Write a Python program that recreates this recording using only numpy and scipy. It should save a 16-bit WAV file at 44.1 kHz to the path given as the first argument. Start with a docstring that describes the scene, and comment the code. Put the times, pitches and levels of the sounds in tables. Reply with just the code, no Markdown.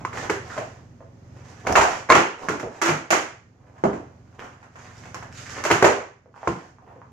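"""Wooden knocks, clattering landings, scuffs and rolling wheels ring out in a small hard garage over a low hum.
A skater flips his board off its edge, lands, pivots, rolls and kicks it back onto its edge.
Each blow is a filtered burst with deck tones, heard directly and by echo; low booms and truck rings join it.
Scuffs and rolling are grains of noise, creaks are short runs of slips, and the hum is motor tones with faint air.
Two microphones of unlike colour pick it all up."""
import sys
import numpy as np
from scipy import signal
from scipy.fft import rfft, irfft
from scipy.io import wavfile
from scipy.ndimage import uniform_filter1d

SR = 44100
rng = np.random.default_rng(int(sys.argv[2]) if len(sys.argv) > 2 else 0)


def store_wav(level_fs):
    """Save 16-bit WAV to argv[1]."""
    pcm = np.round(np.clip(np.atleast_2d(level_fs), -1, 1) * 32767)
    wavfile.write(sys.argv[1], SR, pcm.T.astype(np.int16))


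N = 313992  # samples in the whole scene
SIZE = 24576  # samples in one blow, boom, creak, ring or echo

# frequency ranges of thud, knock, clack and rattle: from f/Hz, to f/Hz
BLOW_BANDS = [(100, 450), (450, 1500), (1500, 3200), (4500, 12000)]
# broad colour of a blow on the board: f/Hz, level per Hz/dB
BLOW_COLOUR = [(25, -52), (65, -8.5), (150, -4), (350, -1), (700, 0), (1300, -1), (2100, -5.5), (2800, -13),
               (3700, -25), (5200, -27), (6900, -23), (9000, -41), (14000, -53)]
# the deck knocks on the concrete, booming low under the rider's weight and higher on its edge:
# t/s, force/dB, hardness/dB, room/dB, favoured f/Hz, middle of the boom f/Hz
DECK_KNOCKS = [(.05, -17.5, 0, -5.5, 1120, 1102), (0.2973, -18.5, 7.5, 2.5, 1730, 417),
               (.578, -21, -0.5, 2.5, 655, 645), (1.669, -24, 12, 0.5, 736, 504),
               (1.692, -23, -1, 5, 710, 81), (1.785, -25, -4, 6, 496, 71.5),
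               (2.142, -19.5, -6, 2.5, 840, 180), (2.486, -17.5, 5.5, 2, 1480, 370.3),
               (2.535, -26.5, -12, 3.5, 583, 309), (2.63, -25.5, -18, 6, 594, 433.3),
               (2.891, -19, 2.5, 4, 254, 165.7), (3.838, -9.5, -10, -0.5, 1440, 189.9),
               (3.853, -14, -14, -0.5, 629, 213.6), (3.932, -27.5, -4.5, 4, 316, 288.4),
               (5.712, -14.5, 16, -1.5, 1505, 135.5), (6.474, -14, -1.5, -1.5, 952, 153)]
# wheels slap down and shake the trucks: t/s, force/dB, hardness/dB, room/dB
WHEEL_SLAPS = [(1.725, -33.5, 16, -22), (2.598, -29.5, -3, 4.5), (2.816, -21.5, 0.5, 12),
               (2.855, -25, -1.5, 14.5), (2.876, -33.5, -3, 23.5), (3.105, -16.5, 3, 8),
               (3.12, -25.5, -3.5, 20), (5.145, -30, 0.5, 0), (5.639, -27.5, 7, 4),
               (5.651, -21.5, -2.5, 10), (5.7023, -13, -12, 9)]
# strokes of soles and wheels over the floor: start t/s, length/s, grinding/dB, hiss/dB
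FLOOR_STROKES = [(0, 0.026, -41, -56), (0.117, 0.18, -29.5, -40.5), (0.26, 0.63, -46.5, -56),
                 (0.454, 0.18, -39, -48), (1.3, 0.48, -50.5, -57), (1.638, 0.13, -25, -44),
                 (1.789, 0.25, -32.5, -41.5), (2.364, 0.19, -35, -50), (2.706, 0.11, -43.5, -55.5),
                 (3.515, 0.78, -52.5, -74.5), (4.226, 0.53, -53, -68), (4.378, 0.094, -38, -51),
                 (4.703, 0.29, -51, -58), (4.88, 0.31, -49, -54.5), (5.296, 0.36, -50, -42),
                 (5.515, 0.12, -35.5, -44.5), (6.31, 0.46, -48.5, -58), (6.794, 0.27, -51, -82)]


def amp(db):
    """Turns decibels into a gain."""
    return 10 ** (np.asarray(db) / 20)


def evened(x):
    """Scales to an rms (average strength) of one."""
    return x / np.sqrt(np.mean(x ** 2) + 1e-20)


def unit(x):
    """Scales each channel to an energy of one."""
    return x / np.sqrt(np.sum(x ** 2, axis=-1, keepdims=True) + 1e-20)


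def read(points, hz):
    """Reads a curve between its points on a log-frequency axis."""
    f, value = np.transpose(points)
    return np.interp(np.log(hz + 1), np.log(f + 1), value)


def add(mix, s, sound):
    """Mixes a sound in at time s, cut off at the end of the scene."""
    part = mix[:, max(round(s * SR), 0):][:, :sound.shape[1]]
    part += sound[:, :part.shape[1]]


def tinted(x, points):
    """Filters x by a spectrum and scales it to an rms of one."""
    gain = amp(read(points, np.fft.rfftfreq(N, 1 / SR)))
    return evened(irfft(rfft(x) * gain, N))


def causal(db):
    """Minimum-phase filter with the given gain: nothing sounds before the contact."""
    log_gain = np.log(amp(np.r_[db, db[-2:0:-1]]))
    return np.exp(np.conj(signal.hilbert(log_gain)))[:len(db)]


def resonance(hz, centre, q):
    """Power gain of one resonance, about 1 at its centre; a higher q is narrower."""
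    ratio = (hz + 1) / centre
    return 1 / (1 + (q * (ratio - 1 / ratio)) ** 2)


def diffuse(pair):
    """Two unrelated signals as sound from all around: alike in the bass, unlike in the treble."""
    # left-right likeness of the room sound: f/Hz, likeness (1 = the same)
    likeness = [(60, 1), (130, 0.87), (260, 0.9), (500, 0.66), (1000, 0.063), (3000, 0), (8000, 0)]
    a, b = rfft(pair)
    same = np.clip(read(likeness, np.fft.rfftfreq(pair.shape[1], 1 / SR)), -1, 1)
    mid, side = a * np.sqrt((1 + same) / 2), b * np.sqrt((1 - same) / 2)
    return irfft([mid + side, mid - side], pair.shape[1])


def garage(gap=0.00089, build=0.0039, single_db=-4, thin=0.014):
    """Echo from one spot: a few wall reflections in a dense tail, each band dying at its own speed."""
    # gap: silence first (s); build: time to full strength (s); thin: how fast single reflections fade (s)
    # echo decay: f/Hz, time to die by 60 dB/s
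    decay = [(100, 0.27), (300, 0.39), (800, 0.38), (2000, 0.44), (6000, 0.41), (14000, 0.27)]
    t = np.arange(SIZE) / SR
    # about 400 single reflections a second
    walls = rng.standard_normal((2, SIZE)) * (rng.random(SIZE) < 400 / SR) * np.exp(-t / thin)
    taps = diffuse(rng.standard_normal((2, SIZE)) + 10 * amp(single_db) * walls)
    hz, age, z = signal.stft(taps, SR, nperseg=256)
    fade = np.exp(-np.log(1000) * age / read(decay, hz)[:, None])
    tail = signal.istft(z * fade, SR)[1][:, :SIZE]
    return unit(tail * np.clip((t - gap) / build, 0, 1))


def hum(motor_db=0, air_db=-2.5, waver=0.005):
    """A small motor's overtones beat into a low throb with faint air, rising and sinking on a set curve."""
    motor_hz = 21.9  # average turns per second of a small motor somewhere in the garage
    # motor overtones: multiple of the turning speed, relative level/dB
    overtones = [(4, 0.5), (5, 3), (6, 1.5), (8, -5.5), (11, -5.5), (12, -13.5)]
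    # colour of the air: f/Hz, level per Hz/dB
    air_colour = [(25, -23.5), (45, -8), (120, 1), (170, -5.5), (250, -6.5), (500, -12.5), (1000, -20),
                  (2000, -26.5), (3700, -38), (6800, -34), (10000, -59)]
    # loudness of motor and air together: t/s, level/dB
    hum_level = [(0.0, -42), (1.09, -50.5), (1.35, -46), (2.0, -49.5), (2.202, -59), (3.7, -54.5),
                 (3.959, -48.5), (4.69, -55), (5.13, -46), (5.74, -47), (6.1, -60.5), (7.11, -53)]
    drift = evened(uniform_filter1d(rng.standard_normal(N), SR // 4))
    turns = np.cumsum(motor_hz * (1 + waver * drift)) / SR
    tones = [amp(db) * np.sin(2 * np.pi * (round(k) * turns + rng.random())) for k, db in overtones]
    motor = evened(sum(tones))
    air = tinted(diffuse(rng.standard_normal((2, N))), air_colour)
    loudness = amp(np.interp(np.arange(N) / SR, *np.transpose(hum_level)))
    return (amp(motor_db) * motor + amp(air_db) * air) * loudness


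def arches(levels_db):
    """Each stroke is one arch of pressure at the given height; overlapping strokes add their power."""
    skew, point = 0.8, 1.41  # the top lies a little before the middle; a higher point is a sharper arch
    power = np.zeros((1, N))
    for (s, length, *_), db in zip(FLOOR_STROKES, levels_db):
        u = np.linspace(0, 1, int(length * SR))
        arch = amp(db) * abs(np.sin(np.pi * u ** skew)) ** point
        add(power, s, arch[None] ** 2)
    return np.sqrt(power[0])


def grit(per_s, spread_db):
    """Grains of concrete and grip tape catch and let go: many small, a few large."""
    size = amp(spread_db * np.minimum(rng.exponential(1, N), 4))
    return rng.standard_normal(N) * size * (rng.random(N) < per_s / SR)


def shifting(x, patchy_db=2.5):
    """A scrape's colour shifts from moment to moment as the contact moves over the grit."""
    z = signal.stft(x, nperseg=512)[2]
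    patches = uniform_filter1d(rng.standard_normal(z.shape), size=5, axis=0)  # smooth over frequency
    patches = evened(uniform_filter1d(patches, size=8, axis=1))  # smooth over time
    return signal.istft(z * amp(patchy_db * np.tanh(patches)))[1][:N]


def rubbing(grind_db=-2.5, rasp_db=0, hiss_db=-1, direct_db=-4, uneven_db=3.0, slip=0.015):
    """Soles and wheels drag over grit in uneven slips (smoothed over slip seconds); the room smears them."""
    # the deck murmuring under the soles: f/Hz, level per Hz/dB
    grind_colour = [(120, -13), (300, -2.5), (500, 2), (1050, 0), (1600, -19), (3000, -41), (8000, -71.5)]
    # the rasp in between: f/Hz, level per Hz/dB
    rasp_colour = [(700, -7.5), (1500, -1), (2300, -7), (3300, -15), (5000, -46.5), (10000, -55.5)]
    # grit hissing under wheels and shoes: f/Hz, level per Hz/dB
    hiss_colour = [(500, -35), (1500, 2), (3500, -9.5), (5000, -6), (7000, -3), (9500, -24.5),
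                   (14000, -38.5)]
    _, _, grind, hiss = np.transpose(FLOOR_STROKES)
    slips = uniform_filter1d(rng.standard_normal(N), max(int(slip * SR), 1))
    pressure = amp(uneven_db * evened(slips))
    rasp = (grind + hiss) / 2  # a rasp needs both weight and sliding
    layers = [(tinted(grit(370, 2.4), grind_colour), grind + grind_db),
              (shifting(tinted(grit(570, 2.7), rasp_colour)), rasp + rasp_db),
              (shifting(tinted(grit(3700, 2.0), hiss_colour)), hiss + hiss_db)]
    out = np.zeros((2, N))
    for grains, level in layers:
        dragged = evened(grains * pressure) * arches(level)
        echo = signal.oaconvolve(dragged[None], garage(), axes=1)[:, :N]
        out += amp(direct_db) * dragged + echo
    return out


def contacts():
    """Lists every contact by force, deep bass, mix and room; harder ones have more clack and rattle."""
    # the whole board comes down and clatters, corner after corner:
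    # t/s, force/dB, low thud/dB, wooden clack/dB, room/dB, favoured f/Hz
    landings = [(1.7545, -5.5, -17.5, -7.5, 5.5, 2700), (1.765, -10, -25, -12.5, 9.5, 720),
                (1.781, -7, -19.5, -13.5, 1.5, 760), (1.81, -10, -22, -10.5, 8, 802),
                (2.095, -15.5, -5, -11, 3, 909), (2.101, -2.5, -10, -4.5, -0.5, 988),
                (2.111, -8.5, -14.5, -10.5, 3.5, 1070), (2.121, -5, -13, -1, -1.5, 2200),
                (2.147, -14, -10.5, -8, 15, 2905), (5.8177, -28, -18, -14, 14, 1373),
                (5.8254, -2, -4, -12, -2, 560), (5.844, -2.5, -6.5, -9, 3.5, 598)]
    # shared by all slaps: deep bass/dB, thud/dB, clack/dB, rattle/dB, favoured f/Hz
    slap_colour = (-8, -10.5, -3.5, -9, 337)
    # trucks and grit tick as the weight shifts, and the board touches down lightly just before the landing at
    # 2.1 s: t/s, force/dB
    ticks = [(0.1295, -31), (2.089, -26), (2.721, -48), (3.78, -47), (4.6286, -43), (4.757, -40),
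             (5.1554, -34), (5.2255, -34.5)]
    # shared by all ticks: thud/dB, clack/dB, rattle/dB, room/dB, favoured f/Hz
    tick_colour = (-20, -6.5, -16, 6, 1700)
    landing_rattle_db = -17
    knock_thud_db, knock_clack_db, knock_rattle_db = 2, -8.5, -17.5  # before weight and hardness
    light_hz = 416.7  # a knock that booms above this has little weight behind it, and loses its thud
    for s, force, thud, clack, wet, bite in landings:
        yield s, force, 0, thud, clack, landing_rattle_db, wet, bite
    for s, force, hard, wet, bite, hz in DECK_KNOCKS:
        thud = knock_thud_db - 10 * np.log10(1 + (hz / light_hz) ** 5)
        yield s, force, 0, thud, knock_clack_db + hard, knock_rattle_db + hard, wet, bite
    for s, force, hard, wet in WHEEL_SLAPS:
        bass, thud, clack, rattle, bite = slap_colour
        yield s, force, bass, thud, clack + hard / 2, rattle + hard, wet, bite
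    for s, force in ticks:
        yield s, force, 0, *tick_colour


def contact(chatter_db=-3, soft=0.0001):
    """Spectrum of the direct sound: a quickly damped woody clack and a rough edge chattering on concrete."""
    # first answer of the plank, before a random detune: f/Hz, level/dB, time to die by 60 dB/s
    plank = [(664, -5.5, 0.036), (1238, -0.5, 0.0039), (1590, 4, 0.0051), (2129, 3, 0.019)]
    chatter_s = 0.0019  # the chatter is strongest this long after the contact
    t = np.arange(SIZE) / SR
    hz, db, t60 = np.transpose(plank)[:, :, None]
    spot = rng.uniform(.92, 1.08, hz.shape)
    tones = np.sin(2 * np.pi * hz * spot * t) * np.exp(-np.log(1000) * t / t60)
    clack = (amp(db) * unit(tones)).sum(0)
    clack = rfft(clack * (1 - np.exp(-t / soft)))  # softened start, in s
    middle = np.fft.rfftfreq(SIZE, 1 / SR) < BLOW_BANDS[2][1]
    rough = unit(rng.standard_normal(SIZE) * t * np.exp(-t / chatter_s))
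    return clack / np.sqrt(np.mean(abs(clack[middle]) ** 2)) + amp(chatter_db) * rfft(rough)


def deck_modes(ring_db=-22):
    """The deck rings at set pitches that each die away; gives one spectrum for each."""
    # ringing of the deck: f/Hz, relative level/dB, time to die by 60 dB/s
    deck = [(205, -13, 0.32), (337.3, -0.5, 0.12), (395.3, 4, 0.13), (480, -4.5, 0.073), (620, -1, 0.038),
            (647, 2, 0.056), (1058, 3.5, 0.05), (1393, -2, 0.063), (1743, -13.5, 0.049), (2350, -7, 0.11),
            (3110, -3, 0.046)]
    t = np.arange(SIZE) / SR
    hz, db, t60 = np.transpose(deck)[:, :, None]
    tones = np.cos(2 * np.pi * hz * t) * np.exp(-np.log(1000) * t / t60)
    return rfft(amp(db + ring_db) * unit(tones))


def blows(level_db=18.5, direct_db=0, room_db=1.0, fizz=0.17):
    """Blows share their energy between thud, knock, clack and rattle, and arrive directly and by the walls."""
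    # the board's place, as the lag of the left microphone (negative: the right one lags): t/s, lag/ms
    place = [(0, -0.065), (2.8, -0.032), (3.1, .27), (3.85, 0.44), (5.0, 0.18), (5.8, -0.1)]
    bite_db, bite_q = 2.5, 4.4  # the spot struck favours one broad resonance of the deck
    hz, out = np.fft.rfftfreq(SIZE, 1 / SR), np.zeros((2, N))
    colour = causal(read(BLOW_COLOUR, hz))
    centres = np.sqrt(np.prod(BLOW_BANDS, axis=1))
    top_octave = np.clip((hz - 7500) / 2000, 0, 1)  # only hard metal contacts reach up here
    deep = 1 / (1 + (hz / BLOW_BANDS[0][0]) ** 4)  # weight of the deep bass, below the thud
    modes = deck_modes()
    echoes = [rfft(garage()) for _ in range(11)]  # taken in turn
    for k, (s, force, bass, thud, clack, rattle, wet, bite) in enumerate(contacts()):
        spot = rng.uniform(-1.1, 1, (len(modes), 1))  # each spot struck wakes the modes differently
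        favoured = 10 * np.log10(1 + amp(bite_db) ** 2 * resonance(hz, bite, bite_q))
        hit = (1 + (spot * modes).sum(0)) * colour * causal(favoured + bass * deep)
        # correct the energy held in each band to its wanted share
        energies = [2 * np.sum(abs(hit[(hz > lo) & (hz < hi)]) ** 2) / SIZE for lo, hi in BLOW_BANDS]
        shares = np.array([thud, 0, clack, rattle]) - 10 * np.log10(energies)
        hit = hit * causal(read(np.c_[centres, shares], hz) + fizz * (rattle + 12) * top_octave)
        lag = np.interp(s, *np.transpose(place)) / 1000  # ms to s
        direct = contact() * np.exp(-2j * np.pi * hz * np.maximum([[lag], [-lag]], 0))
        paths = amp(direct_db) * direct + amp(room_db + wet) * echoes[k % len(echoes)]
        add(out, s, amp(level_db + force) * irfft(hit * paths))
    return out


def thumps(rise=0.0075, t60=0.27, spread=.13, damped_hz=900):
    """After a knock a cluster of close deck and room tones swells and dies, the sooner the higher it lies."""
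    # rise in s; t60: time in s for the lowest tones to die by 60 dB; spread: share of the pitch
    boom_db = -8.5
    t, out = np.arange(SIZE) / SR, np.zeros((2, N))
    for s, force, _, wet, _, hz in DECK_KNOCKS:
        tones = hz * np.exp(spread * rng.standard_normal((20, 1)))
        damping = np.hypot(1, hz / damped_hz)
        swell = (1 - np.exp(-t / rise)) * np.exp(-np.log(1000) * t / t60 * damping)
        boom = unit(swell * np.sin(2 * np.pi * (tones * t + rng.random(tones.shape))).sum(0))
        add(out, s, amp(force + wet + boom_db) * np.linalg.norm(swell) * boom[None])
    return out


def creaks(slips_per_s=330, first=2, q=3, direct_db=-3, room_db=-1):
    """A first catch and a short run of uneven slips, heard through one resonance of the deck."""
    # soles catch and slip on grip tape and floor, and the deck creaks under them:
    # t/s, length/s, level/dB, pitch f/Hz
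    creak_list = [(0.502, 0.058, -40.5, 1370), (1.006, 0.021, -44.5, 580), (4.423, 0.055, -46, 1310),
                  (5.1, 0.007, -63, 2590), (5.46, 0.052, -44.5, 2050), (5.548, 0.017, -42, 2750),
                  (6.259, 0.024, -52.5, 470), (6.342, .06, -49, 900), (6.431, 0.016, -33.5, 790),
                  (6.785, 0.0064, -48, 988), (6.877, 0.066, -55, 845), (6.96, 0.033, -49, 473),
                  (7.017, 0.0036, -39, 1030)]
    t, hz, out = np.arange(SIZE) / SR, np.fft.rfftfreq(SIZE, 1 / SR), np.zeros((1, N))
    for s, length, db, pitch in creak_list:
        slips = rng.standard_normal(SIZE) * (rng.random(SIZE) < slips_per_s / SR)
        slips = slips + first * (t == 0)
        colour = causal(read(BLOW_COLOUR, hz) + 10 * np.log10(resonance(hz, pitch, q)))
        creak = unit(irfft(rfft(slips * np.exp(-(t / length) ** 2)) * colour))
        add(out, s, amp(db) * np.sqrt(length * SR) * creak[None])
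    echo = signal.oaconvolve(out, garage(), axes=1)[:, :N]
    return amp(direct_db) * out + amp(room_db) * echo


def trucks(ring_db=-17, room_db=0):
    """Each slap of the wheels rings the trucks, the more the harder it is; bushings soon clamp the metal."""
    # metal of the trucks, before a random detune: f/Hz, relative level/dB, time to die by 60 dB/s
    truck_tones = [(5250, 5, .012), (5760, 6, .014), (6350, 5, .012), (7000, 2, .01)]
    t, out = np.arange(SIZE) / SR, np.zeros((2, N))
    hz, db, t60 = np.transpose(truck_tones)[:, :, None]
    for s, force, hard, _ in WHEEL_SLAPS:
        spot = rng.uniform(.94, 1.06, hz.shape)
        tones = np.sin(2 * np.pi * hz * spot * t) * np.exp(-np.log(1000) * t / t60)
        ring = (amp(db) * tones).sum(0)
        add(out, s, amp(ring_db + force + hard) * ring[None])
    return out + amp(room_db) * signal.oaconvolve(out, garage(), axes=1)[:, :N]


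def scene():
    """Blows, booms, ringing trucks, creaks and rubbing, over a hum that rises and sinks."""
    board = blows() + thumps() + trucks() + creaks() + rubbing()
    return board + hum()


def record(dry, ceiling=0.89):
    """Two microphone ports of unlike colour, soft overload at the ceiling, then a cut of the highest treble."""
    # unlike colour of the two ports: f/Hz, left minus right/dB
    ports = [(150, -1.5), (400, -2), (1200, -2), (2700, -2.5), (4200, -8.5), (6400, -11.5), (9800, 10.5),
             (14000, 21.5)]
    lean = read(ports, np.fft.rfftfreq(N, 1 / SR)) / 2
    heard = irfft(rfft(dry) * amp([lean, -lean]), N)
    squeezed = ceiling * np.tanh(heard / ceiling)
    low_pass = signal.firwin(255, 15000, window=("kaiser", 9), fs=SR)  # cut above 15000 Hz
    return signal.oaconvolve(squeezed, low_pass[None], "same")


dry = scene()
out = record(dry)
store_wav(out)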